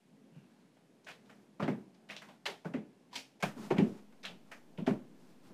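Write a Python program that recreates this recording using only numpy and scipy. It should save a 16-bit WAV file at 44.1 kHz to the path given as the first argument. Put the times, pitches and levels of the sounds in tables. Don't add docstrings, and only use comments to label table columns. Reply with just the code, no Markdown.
import sys
import numpy as np
from scipy import signal
from scipy.io import wavfile
from scipy.ndimage import uniform_filter1d

SR = 44100
rng = np.random.default_rng(int(sys.argv[2]) if len(sys.argv) > 2 else 0)


def master_out(mix):
    frames = np.transpose(np.atleast_2d(mix))
    ceiling = np.clip(frames, -1, 1)
    pcm = np.round(ceiling * 32767).astype(np.int16)
    wavfile.write(sys.argv[1], SR, pcm)


def gain_from_db(level_db):
    decades = np.asarray(level_db, float) / 20
    return 10 ** decades


N = 244204
HARD_SLAP_S = 3.43
TIME = np.arange(N) / SR
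BLOW_TIME = np.arange(SR // 3) / SR


def unit(x):
    return x / np.sqrt(np.mean(x ** 2))


def band(x, lo_hz, hi_hz, order=2):
    edges = [max(lo_hz, 20), min(hi_hz, .45 * SR)]
    return signal.sosfilt(signal.butter(order, edges, "band", fs=SR, output="sos"), x)


def walk(rate):
    hold = int(SR / rate)
    steps = np.repeat(rng.standard_normal(N // hold + 1), hold)
    slewed = uniform_filter1d(uniform_filter1d(steps, hold), hold)
    return unit(slewed[:N])


def add(track, sound, s):
    i = int(s * SR)
    track[i:i + len(sound)] += sound[:N - i]


def grit(size, spread_db):
    excess = np.minimum(rng.exponential(size=size), 4.5)
    return rng.standard_normal(size) * gain_from_db(spread_db * excess)


def hump(start_s, length_s, rise):
    x = np.clip((TIME - start_s) / length_s, 0, 1)
    return np.sin(np.pi / 2 * np.minimum(x / rise, (1 - x) / (1 - rise))) ** 2


def decay(t, t60_s):
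    return np.exp(-np.log(1000) * t / t60_s)


# frequency in Hz, level in dB per Hz.
RUMBLE_SPECTRUM = [(24, -88), (40, -38), (200, -3), (251, -5), (382, -13.5), (412, -11), (541, -16.5),
                   (866, -20.5), (1110, -27.5), (1260, -30), (1420, -28), (6950, -40), (15000, -45.5)]
# time in seconds, level in dB.
RUMBLE_SWELL = [(0.0, -72), (0.11, -64), (0.77, -66.5), (1.08, -63.5), (2.0, -64), (3.4, -65), (3.48, -130),
                (3.6, -65.5), (4.9, -59.5), (5.54, -64)]


def rumble():
    hz, spectrum_db = np.transpose(RUMBLE_SPECTRUM)
    low, hiss = 0, 0
    for centre in 50 * 2. ** np.arange(0, 8.3, 1 / 3):
        noise = unit(band(rng.standard_normal(N), centre / 2 ** (1 / 6), centre * 2 ** (1 / 6)))
        flicker_db = 2.0 * walk(5.5) / (1 + centre / 1200)
        level_db = np.interp(np.log(centre), np.log(hz), spectrum_db) + flicker_db
        part = noise * np.sqrt(centre) * gain_from_db(level_db)
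        hiss_share = np.clip(np.log2(centre / 600) / 2, 0, 1)
        low = low + (1 - hiss_share) * part
        hiss = hiss + hiss_share * part
    dull = signal.sosfilt(signal.ellip(6, .3, 30, 12500, fs=SR, output="sos"), hiss)
    hiss = np.where(TIME > HARD_SLAP_S, hiss, dull)
    swell_s, swell_db = np.transpose(RUMBLE_SWELL)
    low_db = np.interp(TIME, swell_s, swell_db)
    steady_hiss_db = np.where(TIME > HARD_SLAP_S, -75.5, -77.5)
    hiss_db = steady_hiss_db + 0.13 * (low_db - np.median(low_db))
    return unit(low) * gain_from_db(low_db) + unit(hiss) * gain_from_db(hiss_db)


# start in seconds, length in seconds, level in dB, treble in dB, bass in dB.
SLIDES = [
    (0.287, 0.62, -79.5, -28, 7.5),
    (1.124, 0.49, -76.5, -9, 6),
    (1.69, 0.22, -81.5, -12, 18),
    (2.17, 0.3, -69, -39, 6.5),
    (3.541, 0.23, -60, -7.5, 14),
    (3.748, 0.38, -71, -7, 16),
    (4.434, 0.15, -71.5, -12, -8),
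    (5.094, 0.44, -81, -1, 14),
    (5.39, 0.26, -74, -6, 12),
]


def drag():
    force = grit(N, spread_db=1.0) * gain_from_db(1.7 * walk(40))
    mid = unit(band(force, 600, 1040, order=1))
    treble = unit(band(force, 2460, 5700, order=1))
    bass = unit(band(force, 162, 254, order=1))
    out = np.zeros(N)
    for s, length_s, db, treble_db, bass_db in SLIDES:
        slide = mid + gain_from_db(treble_db) * treble + gain_from_db(bass_db) * bass
        out += hump(s, length_s, rise=0.34) * gain_from_db(db) * slide
    return out


def squeak():
    start_s, length_s, level_db = 0.3, 0.24, -74
    pitch_hz = np.interp(TIME, [start_s, start_s + length_s], [2950, 2550])
    phase = 2 * np.pi * np.cumsum(pitch_hz) / SR
    partials = sum(gain * np.sin(ratio * phase) for ratio, gain in ((1, 0.95), (.85, 0.61), (.56, 0.68)))
    roughness = 0.5 + unit(band(rng.standard_normal(N), 40, 170))
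    return gain_from_db(level_db) * hump(start_s, length_s, rise=0.23) * roughness * partials


# frequency in Hz, decay time t60 in seconds.
ROOM_DECAY = [(100, 0.4), (300, 0.38), (800, 0.23), (2000, 0.2), (5000, 0.21), (12000, 0.3)]


def echoes():
    t = BLOW_TIME
    hall_db, hall_longer = -26, 5.3
    hz, t60 = np.transpose(ROOM_DECAY)
    centres = 100 * 2. ** np.arange(0, 7.6, .5)
    noises = []
    for centre in centres:
        noise = band(rng.standard_normal(N // 2), centre / 2 ** .25, centre * 2 ** .25)
        noises.append(unit(noise) * np.sqrt(centre))
    noises = np.array(noises)
    age = np.log(1000) * t / np.interp(np.log(centres), np.log(hz), t60)[:, None]
    fades = np.exp(-age) + gain_from_db(hall_db) * np.exp(-age / hall_longer) * (1 - t / t[-1])
    patches_db = 1.96 * walk(350)

    def tail(build_s):
        start = rng.integers(N // 2 - len(t))
        sparse = gain_from_db(patches_db[start:start + len(t)] * np.exp(-t / 0.072))
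        diffuse = np.sum(noises[:, start:start + len(t)] * fades, axis=0)
        return diffuse * sparse * (1 - np.exp(-t / build_s))
    return tail


def strike(force, tail, colour, wet_db):
    direct, wet = colour(force), colour(tail)
    match = np.sqrt(np.sum(direct ** 2) / np.sum(wet ** 2))
    return (direct + gain_from_db(wet_db) * wet * match) / np.abs(direct).max()


# time in seconds, peak in dB, pitch in Hz.
FITTING_RINGS = [(0.317, -54.5, 173), (0.357, -45.5, 156), (0.378, -51, 204), (0.64, -60, 190),
                 (1.092, -49, 2940), (1.100, -48, 2440), (1.602, -39.5, 1217), (1.681, -42, 2090),
                 (1.685, -38.5, 578), (2.106, -47, 2630), (2.285, -53.5, 1026), (2.461, -43.5, 924),
                 (2.462, -33, 2260), (2.476, -41, 420), (2.655, -42, 1500), (3.13, -45.5, 983),
                 (3.158, -44, 964), (3.16, -41, 3136), (3.428, -31, 2226), (3.43, -31.5, 1595),
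                 (3.436, -34.5, 680), (3.438, -34, 2395), (3.708, -40, 1420), (3.789, -43, 2370),
                 (4.252, -42, 3980), (4.775, -55, 2860), (4.782, -40, 600), (4.877, -30, 658)]


def rings(tail):
    out, t = np.zeros(N), BLOW_TIME
    for s, db, hz in FITTING_RINGS:
        t60_s = 0.05 * (hz / 1000) ** -0.0067
        ring = np.sin(2 * np.pi * hz * t) * decay(t, t60_s) * np.minimum(t * hz / 1.4, 1)
        sound = strike(ring, tail(0.00047), lambda x: band(x, hz / 1.18, hz * 1.076, order=1), wet_db=-6.5)
        add(out, gain_from_db(db) * sound, s)
    return out


# time in seconds, peak in dB, ring in Hz,
# skid length in seconds, hollow share in dB.
WALL_SKIDS = [(0.769, -52, 1520, 0.005, 3), (1.046, -50, 4660, 0.0038, -8), (1.066, -38, 1900, 0.019, -3.5),
              (1.0869, -33, 1570, 0.003, -25), (1.103, -37.5, 2470, 0.0093, -16),
              (1.2937, -43.5, 1680, 0.013, -3), (1.944, -53, 3630, 0.0047, 2),
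              (2.09, -36.5, 2280, 0.005, -23), (2.1044, -30.5, 2220, 0.0079, -13.5),
              (2.1656, -30.5, 3330, .0017, -4.5), (2.217, -33.5, 1410, 0.0072, -8),
              (2.286, -45.5, 2110, 0.0077, 1), (2.4571, -21.5, 2370, 0.0045, -6),
              (2.465, -19.5, 2620, .0035, -14), (1.258, -55, 2770, .005, -13),
              (4.231, -35, 3040, 0.0098, -27), (4.2542, -27.5, 1820, 0.0035, -12.5),
              (4.515, -33.5, 1380, 0.01, -8.5)]
# time in seconds, peak in dB, ring in Hz,
# skid length in seconds, hollow share in dB.
FLOOR_SKIDS = [(1.597, -27, 1430, 0.011, 9), (1.624, -28.5, 2390, 0.0079, -3),
               (1.678, -34, 1860, 0.0043, -6), (2.649, -34.5, 1320, 0.0015, 2),
               (2.737, -33, 1750, 0.0069, -0.5), (3.704, -21.5, 1530, 0.009, 7),
               (3.766, -36, 1590, 0.0061, -10), (3.783, -22.5, 1830, 0.0032, -2.5),
               (4.778, -51, 2500, 0.0047, 14), (4.866, -31, 2570, 0.0013, 4),
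               (4.8695, -25.5, 1750, 0.0034, -6.5)]
# time in seconds, peak in dB, ring in Hz,
# skid length in seconds, hollow share in dB.
PLATE_SKIDS = [
    (3.1125, -52.5, 2200, 0.013, -5),
    (3.129, -35.5, 2800, 0.018, -10),
    (3.156, -25, 3270, 0.0041, -24),
    (3.164, -28, 3600, 0.0026, -23),
    (3.4025, -39.5, 1570, 0.0098, 1),
    (3.4265, -21, 2080, 0.0034, -14),
    (3.436, -27.5, 1400, 0.0023, -5),
    (4.126, -49, 1850, 0.0025, 1),
]


def claws(tail):
    out, t = np.zeros(N), BLOW_TIME
    surfaces = ((WALL_SKIDS, -24), (PLATE_SKIDS, -19), (FLOOR_SKIDS, -30))
    touches = [(*row, bright_db) for rows, bright_db in surfaces for row in rows]
    for s, db, hz, skid_s, hollow_db, bright_db in touches:
        envelope = np.exp(-t / skid_s) * (1 - np.exp(-t / (2.6 * skid_s)))
        force = unit(grit(len(t), spread_db=5.0)) * envelope
        spots_hz = np.minimum(hz * 2 ** rng.uniform(-0.64, 0.72, size=2), 9000)

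        def colour(x):
            paint = band(x, hz / 1.93, hz * 1.594, order=3)
            paint = paint - gain_from_db(bright_db + 7.5) * band(x, 3730, 6960, order=1)
            for spot_hz in spots_hz:
                paint = paint + gain_from_db(-16.5) * band(x, spot_hz / 1.03, spot_hz * 1.03, order=1)
            cavity = band(x, 500.0, 956)
            return paint + gain_from_db(hollow_db + 8.5) * cavity
        add(out, gain_from_db(db - 7.0) * strike(force, tail(skid_s + 0.00033), colour, wet_db=0.5), s - .002)
    return out


# time in seconds, peak in dB, pitch in Hz.
CLAW_CATCHES = [(1.0696, -33, 2100), (1.0895, -45, 1810), (1.2962, -41, 1650), (1.3077, -68, 1560),
                (1.603, -27, 1530), (1.625, -26.5, 1870), (1.6365, -37, 3400), (1.6797, -26, 2120),
                (2.0999, -25, 2710), (2.12, -37, 1850), (2.1655, -27.5, 3670), (2.4614, -25, 2430),
                (2.74, -30, 2140), (3.1298, -35, 4500), (3.1594, -22.5, 3130), (3.4269, -23.5, 1620),
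                (3.7086, -30, 2560), (4.1244, -56, 1610), (3.7767, -29, 1850), (4.2315, -46, 2770),
                (4.2445, -30.5, 1870), (4.2519, -20, 3600), (4.5192, -34, 2560), (4.778, -34, 3160),
                (4.8722, -26.5, 1900)]


def ticks(tail):
    out, t = np.zeros(N), BLOW_TIME
    for s, db, hz in CLAW_CATCHES:
        sound = strike(np.exp(-t / .0001), tail(0.0026), lambda x: band(x, hz / 1.51, hz * 1.045), wet_db=3.0)
        add(out, gain_from_db(db - 8.5) * sound, s)
    return out


# time in seconds, peak in dB, push in Hz, knock share in dB, late swell in dB.
LANDINGS = [(1.6, -33, 213, -9, -12), (1.628, -26, 150, -10, -14), (1.684, -22, 266, -11.5, -7.5),
            (2.094, -54.5, 203, 1.5, -21), (2.473, -53.5, 388, 8.5, -1), (2.656, -33, 163, -9, -17),
            (2.745, -27.5, 263, -20, -8.5), (3.147, -55.5, 266.5, 0.5, -6), (3.433, -30.5, 178, 1.5, -7.5),
            (3.568, -42.5, 238, -27, -3), (3.712, -19, 395, -13, -11), (3.788, -14.5, 195, -34, -3),
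            (4.236, -57.5, 188.4, 2.5, -13), (4.291, -51.5, 178.3, -6, -23), (4.786, -33, 155, -15.5, 2.5),
            (4.878, -19, 256, -11.5, -3.5), (5.5, -53, 189, -16, -6)]
# frequency in Hz, level in dB, decay time t60 in seconds, arrival in seconds.
BOOM_MODES = [(133, -21, 0.4, 0.013), (138.8, 3, 0.221, 0.0045), (167.5, 4.5, 0.08, 0.0255),
              (206.1, -5.5, 0.36, 0.0329), (242.8, -4, 0.22, 0.0292), (250, 12.5, 0.067, 0.0036),
              (309.3, -14, 0.35, 0.0035), (375, -21, 0.4, 0.005), (388, 10.5, 0.073, 0.0022),
              (420, 2, 0.038, 0.00622), (450, -18, 0.071, 0.01)]


def thumps(tail):
    out, t = np.zeros(N), BLOW_TIME
    swell = np.exp(-((t - 0.041) / 0.0057) ** 2 / 2) * np.sin(2 * np.pi * 206.6 * t)
    for s, db, hz, knock_db, swell_db in LANDINGS:
        contact_s = 0.0035 * gain_from_db(0.58 * (-26 - db))
        shape = t / contact_s * np.exp(1 - t / contact_s)
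        room = tail(0.0042)
        push = strike(shape * np.sin(2 * np.pi * hz * t), room, lambda x: band(x, 145, 467), wet_db=-1.0)
        knock = strike(shape * rng.standard_normal(len(t)), room, lambda x: band(x, 393, 877), wet_db=-4.5)
        add(out, gain_from_db(db - 1) * push + gain_from_db(db + knock_db + 4.5) * knock, s - .004)
        add(out, gain_from_db(db + swell_db) * swell, s)
        shares_db = 2.0 * rng.standard_normal(len(BOOM_MODES))
        for (mode_hz, mode_db, t60_s, late_s), share_db in zip(BOOM_MODES, shares_db):
            ring = np.sin(2 * np.pi * mode_hz * t) * decay(t, min(t60_s, .3)) * (1 - np.exp(-t / 0.011))
            match = 1 / np.sqrt(1 + (np.log2(mode_hz / hz) / 0.43) ** 2)
            add(out, gain_from_db(db - 7.5 + mode_db + share_db) * match * ring, s + late_s)
    return out


def scene():
    tail = echoes()
    mix = rumble() + drag() + squeak() + rings(tail) + claws(tail) + ticks(tail) + thumps(tail)
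    return mix[None]


def band_limit(x):
    return signal.sosfilt(signal.butter(12, 15590, fs=SR, output="sos"), x)


def record(dry):
    x = signal.sosfilt(signal.butter(3, 110, "high", fs=SR, output="sos"), dry)
    bumps = band(np.abs(band(x, 288, 8000)), 55, 78, order=1)
    x = x + gain_from_db(-15) * bumps
    x = signal.sosfilt(signal.ellip(8, .2, 60, 15300, fs=SR, output="sos"), x)
    x = x + np.where(TIME > HARD_SLAP_S, -0.0009, -0.00004)
    return band_limit(x)


dry = scene()
out = record(dry)
master_out(out)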